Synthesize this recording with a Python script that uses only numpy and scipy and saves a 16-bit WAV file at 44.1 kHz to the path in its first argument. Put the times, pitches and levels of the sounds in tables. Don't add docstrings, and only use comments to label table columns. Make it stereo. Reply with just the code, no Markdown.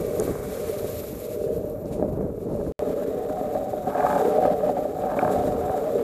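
import sys
import numpy as np
from scipy import signal
from scipy.fft import rfft, irfft, next_fast_len
from scipy.io import wavfile
from scipy.ndimage import uniform_filter1d, map_coordinates

SR = 44100
rng = np.random.default_rng(int(sys.argv[2]) if len(sys.argv) > 2 else 0)


def generate_wav(signal):
    frames = np.transpose(np.atleast_2d(signal))
    scaled = np.clip(frames, -1, 1) * 32767
    pcm = np.round(scaled).astype(np.int16)
    wavfile.write(sys.argv[1], SR, pcm)


N = 265910
TIME = np.arange(N) / SR
NEAR_END_S, FAR_START_S = 2.7222, 2.7927


def near_then_far(near, far):
    return np.where(TIME < FAR_START_S, near, far)


def gain_of(db):
    return 10 ** (np.asarray(db) / 20)


def evened(x):
    return x / np.sqrt(np.mean(x ** 2) + 1e-20)


def peaked(x):
    return x / abs(x).max()


def steadied(x, span_s=1.0):
    window = np.hanning(int(span_s * SR))
    power = signal.fftconvolve(x.mean(0) ** 2, window, "same")
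    power /= signal.fftconvolve(np.ones(N), window, "same")
    return x / np.sqrt(abs(power) + 1e-20)


def follow(table):
    times, *columns = np.transpose(table)
    return [np.interp(TIME, times, column) for column in columns]


def swells(table):
    peak_s, db, build, release = np.transpose(table)
    since = TIME[:, None] - peak_s
    bells = np.exp(-(since / np.where(since < 0, build, release)) ** 2)
    return np.linalg.norm(gain_of(db) * bells, axis=1)


def level_at(tone, hz):
    table_hz, db = np.transpose(tone)
    return np.interp(np.log(hz + 1), np.log(table_hz + 1), db)


def colour(x, tone, size=8192):
    log_gain = np.log(gain_of(level_at(tone, abs(np.fft.fftfreq(size, 1 / SR)))))
    taps = np.fft.ifft(np.exp(np.conj(signal.hilbert(log_gain)))).real[:size // 2]
    return signal.oaconvolve(x, taps[None], axes=1)[:, :N]


def resonate(x, hz, width_hz):
    turn = np.exp(2j * np.pi * np.cumsum(hz) / SR)
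    fade = np.exp(-np.pi * width_hz / SR)
    return 2 * (turn * signal.lfilter([(1 - fade) ** 2], [1, -2 * fade, fade * fade], x / turn)).real


def add(mix, start_s, sound):
    part = mix[..., max(round(start_s * SR), 0):][..., :sound.shape[-1]]
    part += sound[..., :part.shape[-1]]


def flutter(rate_hz, channels=1):
    size = next_fast_len(N)
    hz = np.fft.rfftfreq(size, 1 / SR)
    spectrum = rfft(rng.standard_normal((channels, size))) / (1 + (hz / rate_hz) ** 4)
    return evened(irfft(spectrum, size)[:, :N])


def spread(pair, width):
    return pair[0] + np.array([[1], [-1]]) * width * pair[1]


def stones(per_s, spread_db):
    size = gain_of(spread_db * np.minimum(rng.exponential(1, (2, N)), 5))
    return size * rng.choice([-1, 1], (2, N)) * (rng.random((2, N)) < per_s / SR)


# (time [s], level [dB])
ROAD_PUSH = [
    [(0, -32.5), (0.1, -29), (0.19, -28), (0.33, -35), (0.47, -34), (0.62, -31), (0.72, -30.5), (0.9, -32),
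     (1.15, -38.5), (1.28, -32.5), (1.39, -30), (1.5, -26.5), (1.62, -30.5), (1.8, -34), (1.95, -34),
     (2.05, -26), (2.13, -40.5), (2.23, -32), (2.42, -36.5), (2.55, -32), (2.72, -31.5)],
    [(2.79, -27), (2.91, -25), (2.945, -27.5), (3.0, -27.5), (3.3, -28.5), (3.62, -28), (3.7, -31.5),
     (3.78, -28.5), (3.84, -34.5), (3.89, -22.5), (3.938, -35.5), (3.96, -24.5), (4.05, -23), (4.11, -25),
     (4.2, -21), (4.29, -21.5), (4.32, -22.5), (4.38, -19.5), (4.41, -22.5), (4.47, -17.5), (4.57, -27),
     (4.68, -21.5), (4.735, -28.5), (4.81, -26), (4.93, -32), (5.06, -25), (5.14, -28), (5.23, -24),
     (5.35, -22), (5.45, -24.5), (5.6, -26.5), (5.8, -25.5), (5.89, -25.5), (6.03, -23.5)],
]


def rolling():
    return gain_of(near_then_far(*(follow(table)[0] for table in ROAD_PUSH)))


# (pitch [Hz], width [Hz], level [dB])
DECK_NOTES = [(421.3, 45, 1), (459.7, 41.3, -1), (518, 52, -9), (575.9, 35.6, -0.5), (610.8, 40, -1),
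              (735, 50, 3), (796, 41, -4.5)]
# (time [s], change [share of pitch])
NOTE_SLIDE = [(0, 0.023), (0.8, 0.013), (1.4, 0.019), (1.9, 0.015), (2.35, 0.0014), (2.9, 0.0052),
              (3.5, 0.0085), (4.05, -0.015), (4.35, 0.018), (4.8, 0.0024), (5.25, -0.005), (5.8, -0.017)]
# (time [s], pitch [Hz])
CONTACT_PITCH = [(0, 485), (0.8, 522), (1.35, 490), (1.62, 555), (1.95, 590), (2.3, 460), (2.72, 540),
                 (2.92, 484), (3.2, 532), (3.45, 610), (3.8, 604), (4.13, 660), (4.28, 533), (4.46, 642),
                 (4.62, 553), (4.9, 590), (5.2, 700), (5.45, 580), (5.75, 597), (5.95, 500)]
# (frequency [Hz], level [dB])
SLOW_WHEEL_TONE = [(620, 0.5), (710, -15.5), (1000, -9.5)]


def deck_roar(road):
    blows = spread(road, width=near_then_far(0.26, 0.12))
    drifts = 1 + follow(NOTE_SLIDE)[0] + 0.016 * flutter(rate_hz=6.7, channels=len(DECK_NOTES))
    notes = [steadied(resonate(blows, hz * drift, width))
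             for (hz, width, _), drift in zip(DECK_NOTES, drifts)]
    flicker = gain_of(2.0 * flutter(rate_hz=6.9, channels=len(DECK_NOTES)))
    drives = note_shares(follow(CONTACT_PITCH)[0]) * flicker
    ring = steadied(sum(drive * note for note, drive in zip(notes, drives)), span_s=0.064)
    ring = near_then_far(colour(ring, SLOW_WHEEL_TONE), ring)
    return rolling() * hops(depth_db=1.5, lead_s=0.0037) * ring


def note_shares(contact_hz, octaves_below=0.59, octaves_above=0.39):
    hz, _, db = np.transpose(DECK_NOTES)[:, :, None]
    octaves = np.log2(hz / contact_hz)
    reach = np.where(octaves < 0, octaves_below, octaves_above)
    drive = gain_of(db) * np.exp(-(octaves / reach) ** 2)
    signs = (-1) ** np.arange(len(DECK_NOTES))[:, None]
    return drive * signs / np.linalg.norm(drive, axis=0)


# (frequency [Hz], level [dB])
NEAR_RUMBLE_TONE = [(40, -56.5), (110, -2), (190, 7.5), (262, 5.5), (325, 1), (390, 11), (520, -25.5),
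                    (660, -7.5), (740, -19), (1000, -52), (2500, -110)]
FAR_RUMBLE_TONE = [(40, -5), (110, -15.5), (190, 9), (220, 3), (262, 11.5), (325, 3), (520, -7), (700, -13),
                   (900, -55), (2500, -115)]


def board_rumble(road):
    near = gain_of(-41.0) * steadied(colour(spread(road, 0.3), NEAR_RUMBLE_TONE))
    far = rolling() ** 0.5 * gain_of(-24.0) * steadied(colour(spread(road, 0.2), FAR_RUMBLE_TONE))
    flicker = gain_of(1.5 * flutter(rate_hz=26.0))
    return jolts(height_db=3.0, settle_s=0.02) * flicker * near_then_far(near, far)


# (peak time [s], scrub level [dB], build [s], release [s])
CARVE_SWELLS = [(0.27, -44.5, 0.34, 0.97), (4.06, -27.5, 0.12, 0.17), (5.25, -35.5, 0.19, 0.12),
                (5.78, -44.5, 0.27, 0.073)]
# (frequency [Hz], level [dB])
NEAR_SCRUB_TONE = [(450, -28.5), (670, 2), (738, 10.5), (830, -0.5), (970, -0.5), (1100, 3), (1240, 2.5),
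                   (1480, -2.5), (1900, -6.5), (2300, -7.5), (3000, -43), (6000, -16.5)]
FAR_SCRUB_TONE = [(450, -14), (700, -2), (840, 27), (1000, 6.5), (1200, 10.5), (1340, 6.5), (1440, -1),
                  (1560, 5), (1760, 1), (2020, -12), (2300, -9), (2700, -18.5), (6000, -34.5)]
RASP_TONE = [(450, -5.5), (700, 15), (800, 19), (900, 4), (1000, 7.5), (1120, 6.5), (1270, 8), (1430, -0.5),
             (1600, -1), (1800, -0.5), (2050, -2.5), (2300, -5), (2800, -12), (3300, -9), (3750, -14),
             (4400, -13.5), (6000, -19)]
# (frequency [Hz], level [dB])
SCRUB_WIDTH = [(800, -7.5), (1300, -11.5), (1550, -6), (1750, -13), (2050, -1.5), (2800, 4.5)]


def wheel_scrub(road):
    slips = evened(road) + evened(stones(per_s=1600, spread_db=1.5))
    slips *= gain_of(2.0 * flutter(rate_hz=40))
    carving = swells(CARVE_SWELLS)
    crunch = slips + 0.85 * evened(stones(per_s=260, spread_db=1.0))
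    near = np.hypot(gain_of(-60.5), carving) * steadied(colour(spread(crunch, 0.77), NEAR_SCRUB_TONE))
    wide = spread([slips[0], colour(slips[1:], SCRUB_WIDTH)[0]], 0.73)
    rasp = rolling() * gain_of(-17.0) * steadied(colour(wide, RASP_TONE))
    chatter = carving * steadied(colour(wide, FAR_SCRUB_TONE))
    return near_then_far(near, rasp + chatter)


# (time [s], hiss [dB], sizzle [dB])
NEAR_GRIT_LEVELS = [(0, -51, -51), (0.2, -48.5, -49), (0.4, -51.5, -53), (0.65, -46.5, -49.5),
                    (1.05, -48, -45), (1.48, -54.5, -55), (1.82, -67, -59), (1.94, -53, -63),
                    (2.03, -61.5, -61.5), (2.3, -68.5, -65), (2.56, -58.5, -62.5), (2.72, -62, -66)]
# (peak time [s], level [dB], build [s], release [s])
GRIT_SPRAY = [(4.2, -47, 0.25, 0.16), (5.38, -49.5, 0.18, 0.23), (5.85, -54.5, 0.2, 0.25)]
# (time [s], speed [turns per second])
WHEEL_SPEED = [(0, 12.2), (2.72, 7.2), (2.79, 31), (6.03, 38.5)]
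# (frequency [Hz], level [dB])
HISS_TONES = [
    [(700, -23), (1500, -4), (2300, 8.5), (3050, 2.5), (3750, 6.5), (4900, 3), (6200, 3.5), (7300, 8),
     (8400, 3), (9600, 6), (11000, 4.5), (14500, -14)],
    [(700, 12), (1500, 13), (2300, 7.5), (3100, 0.5), (3750, 13), (4200, 4), (4700, 3.5), (6200, 5),
     (6900, 9), (7500, 11.5), (8200, 5.5), (9600, 5.5), (11000, 5.5), (14500, -2.5)],
]
SIZZLE_TONE = [(6000, -36), (10500, -22), (11350, -8), (11750, 0.5), (12150, 0.5), (12700, -7.5),
               (13500, -4), (14500, -14)]
# (frequency [Hz], left minus right [dB])
GRIT_BALANCE = [
    [(3000, 0), (7000, -0.5), (8200, -3), (9500, 2.5), (11800, 12.5), (13500, 0)],
    [(4500, -1), (5500, 8), (7000, 1.5), (8300, 14), (11500, -12), (14000, 22)],
]


def grit_hiss():
    hiss_db, sizzle_db = follow(NEAR_GRIT_LEVELS)
    spray = swells(GRIT_SPRAY)
    hiss_level = near_then_far(gain_of(hiss_db), np.hypot(gain_of(-55), spray))
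    sizzle_level = near_then_far(gain_of(sizzle_db), np.hypot(gain_of(-58), gain_of(-7) * spray))
    spin_hz = follow(WHEEL_SPEED)[0] * (1 + 0.032 * flutter(rate_hz=7.5)[0])
    spin = np.cos(2 * np.pi * np.cumsum(spin_hz) / SR)
    crunch_db = 1.9 * flutter(rate_hz=23)
    dust = stones(per_s=16000, spread_db=1.8) * gain_of(crunch_db + 0.46 * spin)
    grains = colour(stones(per_s=7200, spread_db=5.0), SIZZLE_TONE) * gain_of(crunch_db + 0.74 * spin)
    sizzle = sizzle_level * steadied(grains)
    both_scenes = [hiss_level * steadied(colour(dust, tone)) + sizzle for tone in HISS_TONES]
    return near_then_far(*map(lean, both_scenes, GRIT_BALANCE))


def lean(x, balance):
    size = next_fast_len(N)
    sides = gain_of(np.array([[.5], [-.5]]) * level_at(balance, np.fft.rfftfreq(size, 1 / SR)))
    return irfft(rfft(x, size) * sides / np.sqrt(np.mean(sides ** 2, 0)), size)[:, :N]


# (time [s], delay [ms], strength [0-1])
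ROAD_ECHO = [(0, 2.6, 0.4), (0.7, 2.68, 0), (1.1, 1.17, 0.3), (1.32, 0.79, 0), (1.55, 0.666, 0.54),
             (1.8, 0.72, 0.2)]


def with_road_echo(x, dull_above_hz=3200):
    delay_ms, strength = follow(ROAD_ECHO)
    earlier = np.arange(N) - delay_ms * SR / 1000
    echo = np.array([map_coordinates(side, [earlier], order=3) for side in x])
    dulled = signal.sosfiltfilt(signal.butter(2, dull_above_hz, fs=SR, output="sos"), echo)
    return x + strength * dulled


# (peak time [s], level [dB], build [s], release [s])
WIND_GUSTS = [(0.02, -27.5, 0.099, 0.049), (0.24, -30, 0.09, 0.21), (1.55, -34, 0.059, 0.35),
              (2.02, -28, 0.14, 0.22), (2.18, -28, 0.039, 0.14), (2.54, -28.5, 0.096, 0.24),
              (5.6, -30, 0.36, 0.075)]
# (frequency [Hz], level [dB])
WIND_TONE = [(25, -5), (50, -1.5), (85, -0.5), (130, 0), (200, -0.5), (300, -2), (440, -4), (600, -7.5),
             (720, -15.5), (850, -21), (1300, -31.5), (2500, -55.5), (8000, -84)]


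def headwind():
    swirls = rng.standard_normal((2, N)) * gain_of(3.54 * flutter(rate_hz=42, channels=2))
    breeze = gain_of(near_then_far(-38, -40))
    return np.hypot(breeze, swells(WIND_GUSTS)) * steadied(colour(swirls, WIND_TONE), span_s=0.69)


# (time [s], peak [dB], contact pitch [Hz], clack against ring [dB], thump against ring [dB])
BIG_STONES = [(0.047, -25, 440, -22, -20), (0.135, -21.5, 450, -16, -16), (0.193, -16, 450, -14, -1),
              (0.198, -15.5, 477, -3, 6), (0.207, -16, 630, -2, 6), (0.221, -15.5, 450, -12, 21),
              (0.278, -13, 455, -12, 9), (0.354, -25, 506, 7, 3), (0.696, -19, 454, -32, -6),
              (0.844, -17.5, 493, -21, 0), (1.415, -18, 414, -36, -29), (1.44, -16.5, 430, -34, -27),
              (1.487, -26, 570, -32, -21), (1.997, -14.5, 543, -26, 7), (2.0255, -9.5, 600, -13, 5),
              (2.174, -19, 402, -21, 1), (2.209, -18, 444, -13, -4), (2.252, -20, 430, -12, 9),
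              (2.378, -22.5, 450, -16, 2), (2.468, -22, 400, -14, -4), (2.53, -21, 430, -25, 7),
              (2.552, -17.5, 450, -10, 12), (2.612, -24, 595, -4.5, 2), (2.665, -23.5, 600, -5, 0),
              (2.822, -24, 525, -22, -16), (2.85, -23, 450, -29, -18), (2.894, -20.5, 470, -33, -21),
              (2.962, -21, 508, -22, -11), (3.025, -19.5, 545, -10, -8), (3.082, -17, 445, -26, -16),
              (3.108, -18.5, 573, -18, -10), (3.297, -25, 557, 1.5, -3), (3.371, -21, 560, -6, 2),
              (3.412, -16, 586, -26, -4), (3.551, -13, 600, -13, -6), (3.733, -15.5, 626, -21, -27),
              (3.872, -24, 734, -9, -11), (3.9, -29, 710, -6, -3), (3.95, -17, 716, -4, -3),
              (3.98, -33, 740, 7, -13), (3.997, -15, 740, -8, -14), (4.027, -18, 751, 4, -10),
              (4.044, -11, 690, -15, -6), (4.066, -13.5, 754, 13, -18), (4.115, -24, 740, 13, -12),
              (4.129, -16, 740, 0, -22), (4.158, -13, 746, -14, -14), (4.184, -20.5, 730, 0, -14),
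              (4.206, -17, 650, -9, -9), (4.25, -14, 450, -24, -17), (4.281, -10, 450, -29, -5),
              (4.381, -13, 590, -24, -9), (4.424, -14, 707, -9, 0), (4.452, -8.5, 660, -8, -6),
              (4.477, -19, 674, -6, -22), (4.519, -21, 635, -7, -12), (4.607, -21, 600, -3, -2),
              (4.633, -15.5, 590, -20, -8), (4.692, -12, 670, -26, -11), (4.768, -17, 746, -12, -12),
              (4.786, -16, 613, -26, -29), (4.854, -15, 566, -28, -18), (4.987, -25, 636, -7, -3),
              (5.038, -14, 636, -15, -15), (5.052, -23, 600, -20, -21), (5.116, -23.5, 700, 4, -7),
              (5.168, -16, 590, -13, 4), (5.187, -16, 590, -12, 4), (5.19, -27, 710, 5, -5),
              (5.213, -20, 700, 2, -12), (5.227, -12.5, 690, -8, 2), (5.249, -15, 700, 2, -2),
              (5.278, -16.5, 700, 16, -12), (5.336, -19, 616, -18, 6), (5.473, -17, 550, -27, -8),
              (5.696, -12, 615, -10, -11), (5.741, -16.5, 670, -13, -7), (5.955, -11, 460, -27, -10)]
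# (frequency [Hz], level [dB])
THUMP_TONE = [(60, -28.5), (200, -1.5), (450, -0.5), (620, -4), (800, -16.5), (1300, -28.5), (2500, -74)]
CLACK_TONE = [(300, -23), (600, 1), (820, 9.5), (1000, 9.5), (1220, 7), (1430, -5.5), (1600, 5),
              (2000, -21.5), (2400, -14), (3000, -41), (6000, -48)]


def stone_knocks(size=4096, damping=1.43):
    out, t = np.zeros(N), np.arange(size) / SR
    hz, width, _ = np.transpose(DECK_NOTES)[:, :, None]
    notes = t ** 0.84 * np.exp(-np.pi * damping * width * t) * np.sin(2 * np.pi * hz * t)
    push = signal.unit_impulse(size)[None]
    thump, clack = (peaked(colour(push, tone)[0, :size]) for tone in (THUMP_TONE, CLACK_TONE))
    for start_s, db, contact_hz, clack_db, thump_db in BIG_STONES:
        ring = (note_shares(contact_hz) ** 2 * notes).sum(0)
        blow = peaked(ring) + gain_of(thump_db) * thump + gain_of(clack_db) * clack
        add(out, start_s, gain_of(db) * peaked(blow))
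    return out


def hops(depth_db, lead_s):
    starts = np.sort([row[0] for row in BIG_STONES] + [TIME[-1] + 1])
    until = (starts[np.searchsorted(starts, TIME)] - TIME) / lead_s
    return gain_of(-depth_db * until * np.exp(1 - until))


def jolts(height_db, settle_s):
    starts = np.sort([-np.inf] + [row[0] for row in BIG_STONES])
    since = TIME - starts[np.searchsorted(starts, TIME) - 1]
    return gain_of(uniform_filter1d(height_db * np.exp(-since / settle_s), size=90))


# (time [s], level [dB], pitch [Hz], crack against snap [dB], ping against snap [dB])
LOOSE_GRAINS = [(0.199, -16.5, 9940, 1, -2), (0.1989, -28, 6600, -16, -4), (0.2014, -31, 10500, -3, -14),
                (0.2302, -29, 10000, -12, -12), (0.2410, -24, 11500, -12, -12),
                (1.192, -30, 12300, -12, -10), (1.268, -32, 12000, -12, -10), (1.698, -39, 12100, -12, -14),
                (1.857, -39, 6300, -6, -22), (4.006, -20, 1770, -21, -8), (4.004, -27, 2450, -14, -9),
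                (5.19, -14.5, 2280, -32, -4), (5.19, -25, 1760, -28, -10)]


def grain_ticks(size=600, ping_cycles=2.2, crack_s=0.00019):
    out, t = np.zeros((2, N)), np.arange(size) / SR
    for start_s, db, hz, crack_db, ping_db in LOOSE_GRAINS:
        shape = t * np.exp(-t / (0.0002 + 0.8 / hz))
        burst = spread(rng.standard_normal((2, size)), 0.89) * shape
        band = signal.butter(6, [0.605 * hz, 1.08 * hz], "bandpass", fs=SR, output="sos")
        snap = signal.sosfilt(band, burst)
        ping = t * np.exp(-t * hz / ping_cycles) * np.sin(2 * np.pi * hz * t)
        crack = spread(rng.standard_normal((2, size)), 0.89) * np.exp(-t / crack_s)
        body = peaked(evened(snap) + gain_of(ping_db) * evened(ping))
        add(out, start_s, gain_of(db) * (body + gain_of(crack_db) * peaked(crack)))
    return out


# (peak time [s], level [dB], build [s], release [s])
HUM_SWELLS = [(0.72, -45.5, 0.18, 0.16), (0.95, -35, 0.053, 0.045)]


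def deck_hum(hz=93, width_hz=18):
    shaking = spread(rng.standard_normal((2, N)), 0.3)
    hum = resonate(shaking, np.full(N, hz), width_hz)
    return swells(HUM_SWELLS) * steadied(hum, span_s=0.18)


def scene():
    road = stones(per_s=1800, spread_db=3.0)
    board = deck_roar(road) + board_rumble(road) + deck_hum()
    wheels = with_road_echo(wheel_scrub(road) + grit_hiss())
    return board + wheels + stone_knocks() + grain_ticks() + headwind()


def record(dry):
    low_cut_hz, high_cut_hz = 34, 14700
    thinned = signal.sosfilt(signal.butter(4, low_cut_hz, "highpass", fs=SR, output="sos"), dry)
    gate = np.where((TIME < NEAR_END_S) | (TIME > FAR_START_S), 1, gain_of(-56.5))
    treble_cut = signal.firwin(511, high_cut_hz, window=("kaiser", 9), fs=SR)
    return signal.oaconvolve(thinned * gate, treble_cut[None], "same")


dry = scene()
out = record(dry)
generate_wav(out)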